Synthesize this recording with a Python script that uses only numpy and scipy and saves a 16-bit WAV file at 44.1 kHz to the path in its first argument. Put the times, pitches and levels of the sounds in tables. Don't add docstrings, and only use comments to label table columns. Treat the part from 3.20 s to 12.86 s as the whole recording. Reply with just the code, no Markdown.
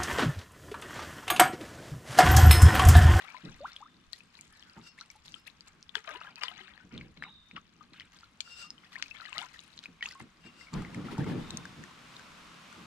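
import sys
import numpy as np
from scipy import signal
from scipy.fft import rfft, irfft
from scipy.io import wavfile
from scipy.ndimage import uniform_filter1d

SR = 44100
rng = np.random.default_rng(int(sys.argv[2]) if len(sys.argv) > 2 else 0)


def dump(signal):
    limited = np.clip(np.atleast_2d(signal).T, -1, 1)
    pcm = np.round(limited * 32767).astype(np.int16)
    wavfile.write(sys.argv[1], SR, pcm)


N = 425987
TIME = np.arange(N) / SR
TOP_HZ = 15400

# [t/s, level/dB]
BREEZE = [(0, -62.5), (.8, -70), (2.5, -68), (4.5, -71.5), (5.6, -66), (7.1, -65.5), (7.6, -58), (8.3, -54),
          (8.8, -54.5), (9.3, -53), (9.66, -53.5)]
# [t/s, hull boom level/dB, hold/s, grit level/dB]
CATCHES = [(7.537, -36, 0.065, -40), (7.764, -35.5, 0.025, -48), (7.847, -39.5, 0.015, -46.5),
           (7.914, -41.5, 0.03, -42.5), (7.988, -30.5, 0.032, -42), (8.068, -33, 0.098, -42.5),
           (8.185, -37, 0.014, -61), (8.33, -40.5, 0.014, -53), (8.579, -47.5, 0.04, -71)]
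TOUCH_S, SLIDE_S, SETTLE_S = 7.53, 0.87, 0.13
CATCH_ATTACK_S = 0.0055


def undb(db):
    return 10 ** (np.asarray(db) / 20)


def unit(x):
    return x / np.sqrt(np.mean(x ** 2) + 1e-20)


def curve(rows):
    rows = np.array(rows, float)
    return np.interp(TIME, rows[:, 0], rows[:, 1])


def colour(x, points):
    hz, db = np.transpose(points)
    size = 4096
    f = np.maximum(np.arange(size // 2 + 1) * SR / size, 1)
    log_magnitude = np.log(undb(np.interp(np.log(f), np.log(hz), db)))
    cepstrum = irfft(log_magnitude)
    cepstrum[1:size // 2] *= 2
    cepstrum[size // 2 + 1:] = 0
    response = irfft(np.exp(rfft(cepstrum)))
    return signal.oaconvolve(np.atleast_2d(x), response[None], axes=1)[:, :N]


def ring(x, modes):
    out = 0
    for k, (hz, width, db) in enumerate(modes):
        resonance = signal.lfilter(*signal.iirpeak(hz, hz / width, SR), x)
        out = out + (-1) ** k * undb(db) * resonance
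    return out


def walk(rate):
    k = int(SR / rate)
    held = np.repeat(rng.standard_normal(N // k + 1), k)
    smooth = uniform_filter1d(uniform_filter1d(held, k), k)
    return unit(smooth[:N])


def stereo_noise(width):
    mid, side = rng.standard_normal((2, N))
    return unit(np.array([mid + width * side, mid - width * side]))


def steady(x, size):
    power = uniform_filter1d(np.mean(x ** 2, axis=0), size)
    return unit(x / np.sqrt(np.abs(power) + 0.12 * np.mean(power)))


def swell(s, attack, hold, release):
    exponent = np.minimum((TIME - s) / attack, (s + hold - TIME) / release)
    return np.exp(np.clip(exponent, -30, 0))


def sides(pan_db):
    g = undb(np.array([pan_db, -pan_db]).reshape(2, -1) / 2)
    return g / np.sqrt(np.mean(g ** 2, axis=0))


def port_times(length, pan_db):
    t = np.arange(int(length * SR) + 16) / SR
    lag_s = 0.00011 * np.clip(pan_db / 8, 0, 1)
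    return np.maximum(np.array([t - lag_s, t]), 0)


def add(out, s, sound):
    i = int(np.clip(s * SR, 0, N - 1))
    out[:, i:i + sound.shape[1]] += sound[:, :N - i]


def echoes(x, t60):
    t = TIME[:SR]
    tail = rng.standard_normal((2, len(t))) * undb(-60 * t / t60) * (t > .002)
    tail = tail / np.sqrt(np.sum(tail ** 2, axis=1, keepdims=True))
    return signal.oaconvolve(x, tail, axes=1)[:, :N]


def bubble(hz, life, pan_db, rise):
    t = port_times(5 * life, pan_db)
    age = t / life
    phase = 2 * np.pi * hz * t * (1 + rise * (age - 1) / 2)
    onset = 1 - np.exp(-t * hz * 4)
    return sides(pan_db) * np.sin(phase) * np.exp(-age ** 1.01) * onset


def crack(life, pan_db):
    t = port_times(.012, pan_db)
    noise = np.interp(t, t[1], rng.standard_normal(t.shape[1]))
    return sides(pan_db) * noise * np.exp(-t / life) * (t > 0)


def grains(centre_hz, pan_db, octaves, cycles, spread_db, rise, count):
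    out = np.zeros((2, N))
    centre_hz, pan_db = np.broadcast_to(centre_hz, N), np.broadcast_to(pan_db, N)
    for when, up, down, size, damping, place, shallow in rng.random((count, 7)):
        i = int(when * N)
        hz = min(centre_hz[i] * 2 ** (octaves * (up - down)), TOP_HZ)
        life = cycles * 4 ** (damping - .5) / hz
        gain = undb(spread_db * min(-np.log(1 - size), 3.5)) * np.sqrt(hz)
        pan = pan_db[i] + 8 * (place - .5)
        add(out, i / SR, gain * bubble(hz, life, pan, rise * shallow ** 4))
    return steady(out, size=SR // 25)


def wind(rustle_db=-14):
    # [f/Hz, level/dB]
    pine_spectrum = [(240, -57.5), (400, -7), (828, -3.5), (1100, 2.5), (1500, 0), (1740, -3), (2290, -3),
                     (2470, -2.5), (2790, -3.5), (3890, -7), (7580, -16.5), (12300, -28), (15000, -38)]
    breeze_db = curve(BREEZE)
    hiss = unit(colour(stereo_noise(0.62), pine_spectrum)) * sides(0.76)
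    pines = hiss * undb(breeze_db + 0.55 * walk(13.0))
    ticks = rng.standard_normal((2, N)) * (rng.random(N) < 90 / SR)
    rustle = unit(colour(ticks, pine_spectrum)) * undb(breeze_db + rustle_db)
    return pines + rustle


def shaking():
    # [t/s, level/dB, decay/s]
    jolt_table = [(0.29, -53.5, 0.12), (0.88, -59.5, 0.027), (3.76, -53.5, 0.13), (7.57, -38, 0.051),
                  (7.95, -56, 0.35), (8.19, -44, 0.054)]
    build_share, floor_db, floor_spread_db = 0.21, -73, 5.5
    floor = undb(floor_db + floor_spread_db * np.tanh(walk(17)))
    power = floor ** 2
    for s, db, decay in jolt_table:
        power = power + (undb(db) * swell(s, build_share * decay, 0, decay)) ** 2
    return np.sqrt(power)


def microphone_rumble(rumble_db=-1):
    # [f/Hz, level/dB]
    rumble_spectrum = [(12, 4), (35, 9.5), (70, 13), (120, 3), (300, -57), (4000, -85)]
    rumble = steady(colour(stereo_noise(0.38), rumble_spectrum), size=SR // 8)
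    return rumble * shaking() * undb(rumble_db)


def drag():
    slide_db, release_s = -48.5, 0.033
    slide = undb(slide_db) * swell(TOUCH_S, CATCH_ATTACK_S, SLIDE_S, SETTLE_S)
    power = slide ** 2
    for s, db, hold, _ in CATCHES:
        power = power + (undb(db) * swell(s, CATCH_ATTACK_S, hold, release_s)) ** 2
    return np.sqrt(power)


def hull(idle_db=-70, breeze_db=-8, scrape_db=-1, judder_db=1.0, slosh_db=-14, thud_db=-8, heavy_db=-37):
    # [f/Hz, width/Hz, level/dB]
    panel_modes = [(78.2, 19.5, -5), (126.2, 22.4, -2), (167.6, 36.7, 2.5), (232.4, 49.3, 1),
                   (275.7, 46, -0.5), (330, 64.5, -6), (460, 84, -14.5)]
    # [t/s, level/dB, time scale/s]
    bump_table = [(0.232, -47, 0.045), (1.561, -54, 0.041), (3.635, -60.5, 0.025), (3.717, -48, 0.074),
                  (3.966, -59, 0.053), (4.329, -56, 0.035), (4.53, -73, 0.16), (4.719, -60.5, 0.01),
                  (6.17, -60, 0.019), (6.679, -58.5, 0.027), (6.999, -51.5, 0.036), (7.25, -56, 0.024),
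                  (9.56, -59.5, 0.088)]
    load = undb(idle_db + 6.3 * np.tanh(walk(18))) + undb(scrape_db) * drag()
    load = np.hypot(load, undb(curve(BREEZE) + breeze_db))
    for s, db, scale in bump_table:
        age = np.maximum(TIME - s, 0) / scale
        load = load + undb(db) * age * np.exp(2 - 2 * age)
    push = stereo_noise(.26) * undb(judder_db * walk(60))
    boom_spectrum = [(40, -16.0), (100, -3.0), (350, -3.5), (700, -8.5), (2000, -32.5), (12000, -84)]
    boom = steady(colour(ring(push, panel_modes), boom_spectrum), size=SR // 32)
    slosh_spectrum = [(200, -21.5), (420, 6.5), (650, -1.5), (900, -9.0), (1500, -20.0),
                      (4000, -28), (14000, -87)]
    slosh = unit(colour(stereo_noise(0.8), slosh_spectrum))
    thud_spectrum = [(30, -15), (75, -15.0), (125, 21.5), (180, 11.0), (400, -58.0), (3000, -100)]
    thud = steady(colour(stereo_noise(0.061), thud_spectrum), size=SR // 40)
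    shake = undb(thud_db) * np.minimum(load / undb(heavy_db), 1)
    return load * (boom + undb(slosh_db) * slosh + shake * thud)


def waves():
    # [t/s, length/s, level/dB, spray level relative to it/dB, bubble f/Hz, left minus right/dB]
    wavelet_table = [(0.01, 0.22, -49, -8.5, 1654, 15), (0.241, 0.21, -55, -6, 1940, 7.5),
                     (0.464, 0.15, -55, -3, 2120, 8.5), (0.927, 0.13, -65, 7.5, 2660, 6),
                     (1.141, 0.23, -62.5, 1.5, 2130, 9.5), (1.326, 0.33, -64, 1.5, 2010, 7.5),
                     (1.565, 0.041, -51, -11, 910, 4.5), (1.782, 0.083, -58, 0.5, 2070, 2.5),
                     (1.909, 0.092, -68, 9, 2580, -3), (2.05, 0.15, -63.5, 7, 2280, 14),
                     (2.27, 0.025, -50.5, 1, 2810, 35), (2.476, 0.015, -52, -2.5, 1720, 5.5),
                     (2.753, 0.049, -44, -8.5, 1680, 8.5), (2.845, 0.03, -51.5, -8, 1295, 9),
                     (2.878, 0.057, -41.5, -12.5, 1107, 9), (2.926, 0.066, -45.5, -13.5, 1450, 8.5),
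                     (3.01, 0.12, -48.5, -11.5, 1297, 5), (3.178, 0.018, -46.5, -12.5, 1584, 10),
                     (3.217, 0.029, -39, -10, 1524, 11), (3.237, 0.0097, -36.5, -14, 1870, 9.5),
                     (3.25, 0.1, -46, -9, 1900, 12), (3.363, 0.13, -50, -10.5, 2155, 13),
                     (3.474, 0.16, -55, -17, 1570, 11.5), (3.719, 0.15, -53.5, -11.5, 2090, 7.5),
                     (3.974, 0.009, -51.5, -12, 1910, 9), (4.027, 0.078, -51.5, -13.5, 1540, 4),
                     (4.365, 0.013, -45, -30, 1840, 5), (4.612, 0.042, -59, -10, 1600, 6),
                     (4.735, 0.14, -56, -6.5, 2186, 3), (4.926, 0.15, -59.5, -2.5, 1940, 5),
                     (5.636, 0.034, -54.5, -9, 1800, 9), (5.722, 0.19, -53, -2, 1880, 8),
                     (5.946, 0.4, -51.5, -5, 1860.0, 23), (6.154, 0.033, -42.5, -12, 1570, 11),
                     (6.181, 0.084, -43.5, -6, 1570, 13), (6.333, 0.25, -59.5, 3, 2420, 22),
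                     (6.633, 0.024, -50.5, 1, 2850, 2.5), (6.835, 0.12, -51.5, 1.5, 2350, 4),
                     (7.002, 0.02, -47, -4, 1664, 5.5), (7.244, 0.058, -54.5, -27, 1700, 5.5)]
    build_s, sag_db, drain_s = 0.00557, 10, 0.0144
    ripple_db, ripple_spray_db, ripple_hz, ripple_pan_db = -71, -75, 1950, 9
    ripple = undb(walk(11.0)) * (TIME < TOUCH_S + SLIDE_S)
    water = (undb(ripple_db) * ripple) ** 2 + 1e-14
    spray = (undb(ripple_spray_db) * ripple) ** 2
    pitch, side = water * ripple_hz, water * ripple_pan_db
    for s, length, db, spray_db, hz, pan in wavelet_table:
        sag = np.interp(TIME, [s, s + length], [1, undb(-sag_db)])
        power = (undb(db) * sag * swell(s, build_s, length, drain_s)) ** 2
        water = water + power
        spray = spray + power * undb(spray_db) ** 2
        pitch = pitch + power * hz
        side = side + power * pan
    return np.sqrt(water), np.sqrt(spray), pitch / water, side / water


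def lapping(flow, splash, pitch_hz, pan_db, bubbles_db=-1, wash_db=-12.0, spray_db=-2, mist_db=-6):
    # [f/Hz, level/dB]
    bubble_spectrum = [(250, -13), (480, -5), (750, -1.5), (1150, 3), (2800, 6), (4200, 6), (7000, -22.5)]
    wash_spectrum = [(250, -37), (500, 0.5), (1000, 1), (1700, 2), (2800, 9.5), (4200, -11), (7000, -55)]
    spray_spectrum = [(2000, -5.5), (4200, 1), (5500, -3), (7500, -7), (8600, -12), (12000, -16.5),
                      (16000, -34)]
    cloud = grains(pitch_hz, pan_db, octaves=1.8, cycles=6.1, spread_db=3.5, rise=0.084, count=11000)
    bubbles = unit(colour(cloud, bubble_spectrum))
    wash = unit(colour(stereo_noise(1.0), wash_spectrum)) * sides(pan_db) * undb(1.3 * walk(160))
    droplets = grains(6640, pan_db, octaves=1.27, cycles=3.4, spread_db=10.0, rise=0.065, count=4000)
    drops = unit(colour(droplets, spray_spectrum))
    mist = unit(colour(stereo_noise(.9), spray_spectrum) * undb(5 * walk(200)))
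    water = undb(bubbles_db) * bubbles + undb(wash_db) * wash
    spray = undb(spray_db) * drops + undb(mist_db) * mist
    return flow * water + splash * spray


def plops(gain_db=1, slap_db=1, rise=0.015, tick_db=-19, tick_edge=0.72):
    # [t/s, level/dB, f/Hz, decay/cycles, left minus right/dB]
    plop_table = [(0.041, -47, 775, 5.2, 13), (0.083, -37.5, 2250, 9.2, 13.0), (0.102, -39.5, 2325, 10, 12),
                  (0.256, -40, 3800, 7, 17), (0.48, -43, 1370, 11, 3), (0.519, -40.5, 4160, 7.5, 2.5),
                  (0.145, -38, 1002, 14, 13), (0.167, -35, 2200, 4, 12.0), (0.564, -30, 3250, 5.1, 3.5),
                  (0.932, -22, 4230, 4.1, 30), (0.9361, -48, 1910, 17, 14.0),
                  (1.0055, -41, 2520.0, 6, 14.0), (1.19, -42.5, 2300, 6.5, 11), (1.211, -29, 7150, 2.8, 5),
                  (1.4255, -40.5, 3180, 8.0, 19.0), (1.5769, -48.5, 890, 8.8, -6),
                  (1.813, -42, 1345, 8.6, 0), (1.811, -30.5, 4260, 5.1, 18), (1.902, -43.5, 2250, 13, 8.0),
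                  (1.9545, -53.5, 854, 11, 4), (2.1419, -29, 3140, 6.8, 21), (2.16, -50, 1340, 14, 9),
                  (2.4078, -32.5, 4620, 3.8, 9.0), (2.693, -33.5, 3460, 5.5, 20.0),
                  (2.7534, -40.5, 918, 6.8, 17), (2.7659, -48, 1600, 5.5, 17.0),
                  (2.767, -33, 3030, 11, 17.0), (2.768, -46.5, 432, 7, 6), (2.875, -37.5, 3850, 8.3, 21),
                  (2.8776, -35, 1300, 4.7, 22), (2.8786, -40, 656, 11, 16), (2.881, -39, 1227, 29, 10),
                  (2.904, -40, 1550, 9, 13), (2.912, -43.5, 607, 5.3, 11), (2.95, -40, 980, 19, 8),
                  (2.956, -45, 1722, 14, 13), (2.959, -34.5, 2870, 6.6, 16), (3.014, -31, 1290, 2.4, 17),
                  (3.048, -41.5, 1360, 9, 5), (3.071, -40.5, 1630, 13, 4), (3.078, -47, 1024, 8.9, 14),
                  (3.088, -45, 1378, 8, 7), (3.165, -43, 2550, 9.2, 17), (3.158, -28.5, 4570, 1.9, 7),
                  (3.181, -42, 2500, 12, 15), (3.232, -31, 2380, 9.8, 13.0), (3.235, -20, 4820, 6.4, 12),
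                  (3.235, -33, 1007, 9.6, 10), (3.237, -53, 473, 7, 11), (3.251, -35, 4220, 9, 15),
                  (3.258, -34, 3617, 9.2, 19), (3.2825, -21.5, 3010.0, 4.5, 17),
                  (3.313, -43, 1280, 7.2, 14), (3.314, -49.5, 727, 11.5, 10), (3.392, -39, 2050, 8, 11),
                  (3.405, -57, 375, 12, 8), (3.411, -40, 3040, 8.1, 15), (3.603, -50, 1495, 24, 10),
                  (3.577, -40, 1780, 4.3, 13), (3.7781, -29, 3540, 3.4, 1.5), (3.8115, -36.5, 2200, 6.1, 2),
                  (4.024, -24.5, 1740, 2.8, 5), (4.0379, -26.5, 2150, 3.1, 4), (4.048, -45, 1210, 6.8, 1),
                  (4.065, -47, 1040, 8, -3), (4.3123, -35, 2380, 2.3, 5), (4.364, -34, 2870, 9.5, 7),
                  (4.3627, -38, 1900, 4, 7), (4.3662, -35.5, 1370, 4.8, 18), (4.3721, -40, 1137, 8.5, 6),
                  (4.3785, -40, 1280, 6.7, 4), (4.609, -45, 1220, 11.4, 11.0),
                  (4.7985, -30.5, 3110.0, 3.3, 18), (4.812, -45, 1981, 7.5, 1), (4.818, -42, 2928, 7.6, 9),
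                  (5.032, -45, 1360, 9.3, 3), (5.205, -29.5, 2340, 6.4, 16), (5.2056, -25, 4250, 8.6, 9),
                  (5.276, -46, 1390, 4.9, 0), (5.445, -50.5, 1214, 21, 12), (5.206, -27.5, 7200, 5.7, 7),
                  (5.2118, -33, 6800, 4.8, 14), (5.5045, -26.5, 5130, 6.1, 3.5),
                  (5.5804, -45, 3050, 9.7, 15.0), (5.7557, -32.5, 1820, 7.7, 13.0),
                  (5.778, -47, 1033, 7.9, 12), (5.797, -42, 1460, 7.2, 19), (5.86, -39.5, 2497, 7, 12),
                  (5.9112, -34.5, 2594, 16, 14), (5.95, -41, 2240, 14, 10), (6.0013, -36, 1460, 5.1, 9),
                  (6.0174, -37.5, 1340, 8.7, 10.0), (6.0534, -32.1, 1950, 5, 10), (6.06, -38, 2950, 10, 8),
                  (6.071, -42, 1690, 9, 9), (6.086, -44, 1220, 8, 12), (6.124, -40.5, 1030, 5.6, 24),
                  (6.1288, -25, 2660.0, 3.3, 11), (6.162, -37.5, 1250, 8.7, 15),
                  (6.1715, -35, 1960, 9, 13.0), (6.1813, -14.5, 3930, 2.1, 15),
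                  (6.189, -27, 2870, 8.7, 18.0), (6.194, -42, 1464, 7.5, 8), (6.216, -32.5, 3531, 8.6, 19),
                  (6.229, -43, 1370, 9.9, 10), (6.23, -38, 2120, 9, 11), (6.2403, -40.5, 998, 9.4, 14),
                  (6.344, -41.5, 1940, 6.9, 10), (6.359, -43, 1808, 9.7, 11), (6.392, -33, 3830, 4, 15),
                  (6.5774, -31.5, 4050, 3.2, 4), (6.639, -34, 3700, 3.7, 5),
                  (6.6574, -29.5, 2450, 5.5, 5.5), (6.8087, -38, 2220, 18, 3), (6.8256, -26, 1896, 12, 1.0),
                  (6.858, -24, 2650, 6.2, 5), (6.838, -37, 3100, 8.2, 6), (6.86, -36, 3430, 8, -2),
                  (6.8884, -29.5, 4730, 3.6, 1.5), (6.91, -40.5, 1990, 8.1, 4), (6.927, -49, 1520, 16, 2),
                  (6.953, -45.5, 1080, 21, 0), (7.003, -36.5, 960, 1.9, -4), (7.411, -42, 2067, 12, 8),
                  (7.47, -46.5, 2239, 12, 4), (7.485, -47, 2200, 13, 7), (7.6492, -33.5, 2080.0, 4, 4),
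                  (7.7691, -56, 420, 5.1, -4), (7.885, -37, 1340, 8.3, 3), (7.9295, -38, 396, 3.5, 3)]
    # [t/s, level/dB, f/Hz, decay/cycles, left minus right/dB]
    slap_table = [(0.9317, -23.5, 8600, 0.52, 6.5), (1.8108, -33.5, 5740, 1.8, 14),
                  (1.902, -35.5, 5600, 2.5, 16), (2.6277, -34.5, 5040, 1.6, 0.5),
                  (2.7543, -33, 5900, 0.49, 12), (2.7539, -17, 3320, 4.7, 23), (2.7543, -10, 1610, 1.8, 13),
                  (2.7645, -29, 980, 1.1, 17), (2.891, -20, 1510, 1.6, 21), (3.2347, -27, 640, 0.9, 29),
                  (3.2352, -8, 1140, 0.94, 13), (3.4808, -34, 1600, 2.7, 5), (4.807, -28.5, 1980, 1.8, 2),
                  (5.2054, -15.5, 3200, 1.46, 35), (5.824, -31, 4900, 2.1, 9), (5.825, -45, 8880, 0.85, 19),
                  (5.8253, -6, 2200, 0.57, 13), (6.5904, -28, 3640, 1.5, 8), (6.8273, -20.5, 2980, 2.8, 6)]
    out, smacks, ticks = np.zeros((3, 2, N))
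    for layer, rows, layer_db in [(out, plop_table, gain_db), (smacks, slap_table, slap_db)]:
        for s, db, hz, cycles, pan in rows:
            add(layer, s, undb(db + layer_db) * bubble(hz, cycles / hz, pan, rise))
            edge = signal.butter(3, min(tick_edge * hz, TOP_HZ), "high", fs=SR)
            add(ticks, s, undb(db + tick_db) * signal.lfilter(*edge, crack(0.0011, pan)))
    smacks = colour(smacks, [(300, -55), (800, -19), (1400, -6.0), (6000, 5.5), (12000, -5)])
    tick_spectrum = [(300, -57), (1500, 1), (5000, 8.5), (7500, -4.5), (9000, -15), (16000, -31)]
    return out + smacks + colour(ticks, tick_spectrum)


def gulps():
    # [t/s, length/s, start f/Hz, end f/Hz, level/dB, left minus right/dB]
    gulp_table = [(0.277, 0.018, 1340, 1640, -45.5, 14), (0.405, 0.07, 531, 1635, -32.5, 1),
                  (0.605, 0.034, 804, 1300, -40.5, 5), (0.634, 0.04, 960, 1400, -47.5, 1),
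                  (0.672, 0.017, 1500, 1900, -55, 11), (1.778, 0.015, 1710, 2300, -42, 7),
                  (1.805, 0.019, 1260, 1600, -49, 0), (2.272, 0.011, 1860, 2870, -36, 21),
                  (2.918, 0.067, 278, 470, -50.5, 6), (3.382, 0.034, 716, 825, -57, 8),
                  (4.03, 0.081, 740, 926, -56, -2), (5.757, 0.011, 1840, 2340, -31.5, 14),
                  (6.145, 0.031, 1044, 1400, -49, 12), (6.175, 0.068, 670, 1110, -40, 12),
                  (6.848, 0.035, 840, 1330, -47, -2), (6.85, 0.014, 2466, 2880, -44, 4)]
    out = np.zeros((2, N))
    for s, length, start_hz, end_hz, db, pan in gulp_table:
        u = np.linspace(0, 1, int(length * SR))
        climb = np.interp(u, [0, .3, .54, .76, .86, 1], [0, .08, .27, .85, .97, 1])
        loudness = np.interp(u, [0, .03, .53, .69, .77, .83, 1], [0, .3, .3, 1, .9, .35, 0])
        hz = start_hz * (end_hz / start_hz) ** climb
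        note = np.sin(2 * np.pi * np.cumsum(hz) / SR)
        add(out, s, sides(pan) * undb(db) * loudness * note)
    return out


def bird(drop_share=0.12, peak_share=0.2, fade_db=26):
    # [t/s, length/s, start f/Hz, end f/Hz, level/dB]
    whistle_table = [(0.348, 0.53, 3720, 3580, -60), (1.281, 0.21, 1787, 1750, -59.5),
                     (1.39, 0.16, 3440, 3230, -70), (1.42, 0.19, 1620, 1462, -58.5),
                     (2.413, 0.164, 1690, 1590, -63), (3.963, 0.45, 4253, 3653, -52.5),
                     (8.144, 0.59, 3990, 3590, -55.5)]
    out = np.zeros((2, N))
    scatter = 0.55 + 0.6 * (walk(420) + 1j * walk(420))
    for s, length, start_hz, end_hz, db in whistle_table:
        u = np.linspace(0, 1, int(length * SR))
        hz = end_hz + (start_hz - end_hz) * np.exp(-u / drop_share)
        loudness = np.minimum(u / peak_share, undb(-fade_db * (u - peak_share)))
        loudness = loudness * np.minimum(10 * (1 - u), 1)
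        note = np.imag(scatter[:len(u)] * np.exp(2j * np.pi * np.cumsum(hz) / SR))
        add(out, s, sides(0) * undb(db) * loudness * note)
    return 0.27 * out + 1.11 * echoes(out, t60=0.4)


def shaft(ring_db=-2, friction_db=-8.0):
    # [start t/s, end t/s, level/dB]
    rub_table = [(1.605, 1.695, -52.5), (2.084, 2.213, -61.5), (5.196, 5.487, -48), (7.193, 7.293, -58),
                 (7.315, 7.476, -55.5)]
    # [f/Hz, width/Hz, level/dB]
    tube_modes = [(1392, 54, -6.5), (2767, 16, 9.5), (3670, 24, -7.5), (4453, 6.3, 0), (4590, 50, -9),
                  (5153, 9.6, 3), (5500, 11, -6), (5930, 14, -6), (6412, 17, -17), (7700, 45, -8),
                  (7640, 17, -19), (9300, 27, -17)]
    # [f/Hz, level/dB]
    friction_spectrum = [(700, -6), (1300, -2.5), (2000, -6), (3500, -1.5), (5100, 3.5), (6300, -7.5),
                         (7500, -6), (8500, -8.5), (14000, -23)]
    pressure = np.zeros(N)
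    for a, b, db in rub_table:
        corners = [a, a + 0.2 * (b - a), a + 0.78 * (b - a), b]
        pressure += undb(db) * np.interp(TIME, corners, [0, 0.45, 1.3, 0])
    rub = stereo_noise(0.81) * undb(2.34 * walk(70))
    tone = ring(rub * pressure, tube_modes) / np.std(ring(rub, tube_modes))
    friction = pressure * unit(colour(rub, friction_spectrum))
    return sides(5.5) * (undb(ring_db) * tone + undb(friction_db) * friction)


def crunch():
    slide_db, release_s = -51.5, 0.079
    slide = undb(slide_db) * swell(TOUCH_S, CATCH_ATTACK_S, SLIDE_S, SETTLE_S)
    power = slide ** 2
    for s, _, hold, db in CATCHES:
        power = power + (undb(db) * swell(s, CATCH_ATTACK_S, 0.3 * hold, release_s)) ** 2
    return np.sqrt(power)


def grounding(grit_db=-6, grain_db=0.0, pebble_db=-8, knock_db=-1, splinter_db=-10):
    # [t/s, level/dB, f/Hz, left minus right/dB]
    snap_table = [(7.533, -37, 1080, -4), (7.539, -30, 4480, 2), (7.621, -37, 1230, 3),
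                  (7.746, -32.5, 2120, 6), (7.981, -30.5, 884, 4.5), (8.043, -36, 2050, 5),
                  (8.064, -42, 866, 4), (8.306, -24.5, 3940, 10), (8.372, -20.5, 6200, 7.5),
                  (8.454, -31.5, 1600, 4.5), (8.638, -34, 1830, 17), (8.71, -44, 1020, 29),
                  (8.966, -34, 3720, 4.5), (8.995, -39.5, 1550, 4), (9.527, -39, 1430, 11)]
    # [f/Hz, level/dB]
    grit_spectrum = [(300, 0), (450, -18), (640, -13), (900, 2.5), (1300, -9.5), (2100, -7.5), (3200, -8),
                     (7000, -23), (12000, -28.5), (16000, -65)]
    rough = stereo_noise(0.72) * undb(grain_db * walk(500) + 2.6 * walk(51))
    grit = unit(colour(rough, grit_spectrum)) * sides(4.4)
    pebbles = grains(1290, 2.2, octaves=1.1, cycles=8.2, spread_db=3.5, rise=0.009, count=3600)
    out = (undb(grit_db) * grit + undb(pebble_db) * pebbles) * crunch()
    splinters = np.zeros((2, N))
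    for s, db, hz, pan in snap_table:
        add(out, s, undb(db + knock_db) * bubble(hz, 4.8 / hz, pan, 0))
        add(splinters, s, undb(db + splinter_db) * crack(0.0021, pan))
    splinter_spectrum = [(800, -14.0), (4000, 2.5), (7500, 7.5), (9500, -8.0), (16000, -21)]
    return out + colour(splinters, splinter_spectrum)


def scene(boat_db=-13, shore_db=-27):
    water = plops() + gulps() + lapping(*waves())
    reflections = undb(boat_db) * echoes(water, t60=0.07) + undb(shore_db) * echoes(water, t60=1.0)
    boat = hull() + grounding() + shaft() + microphone_rumble()
    return water + reflections + boat + bird() + wind()


def record(dry):
    return signal.sosfilt(signal.ellip(8, .2, 70, TOP_HZ, fs=SR, output="sos"), dry)


dry = scene()
out = record(dry)
dump(out)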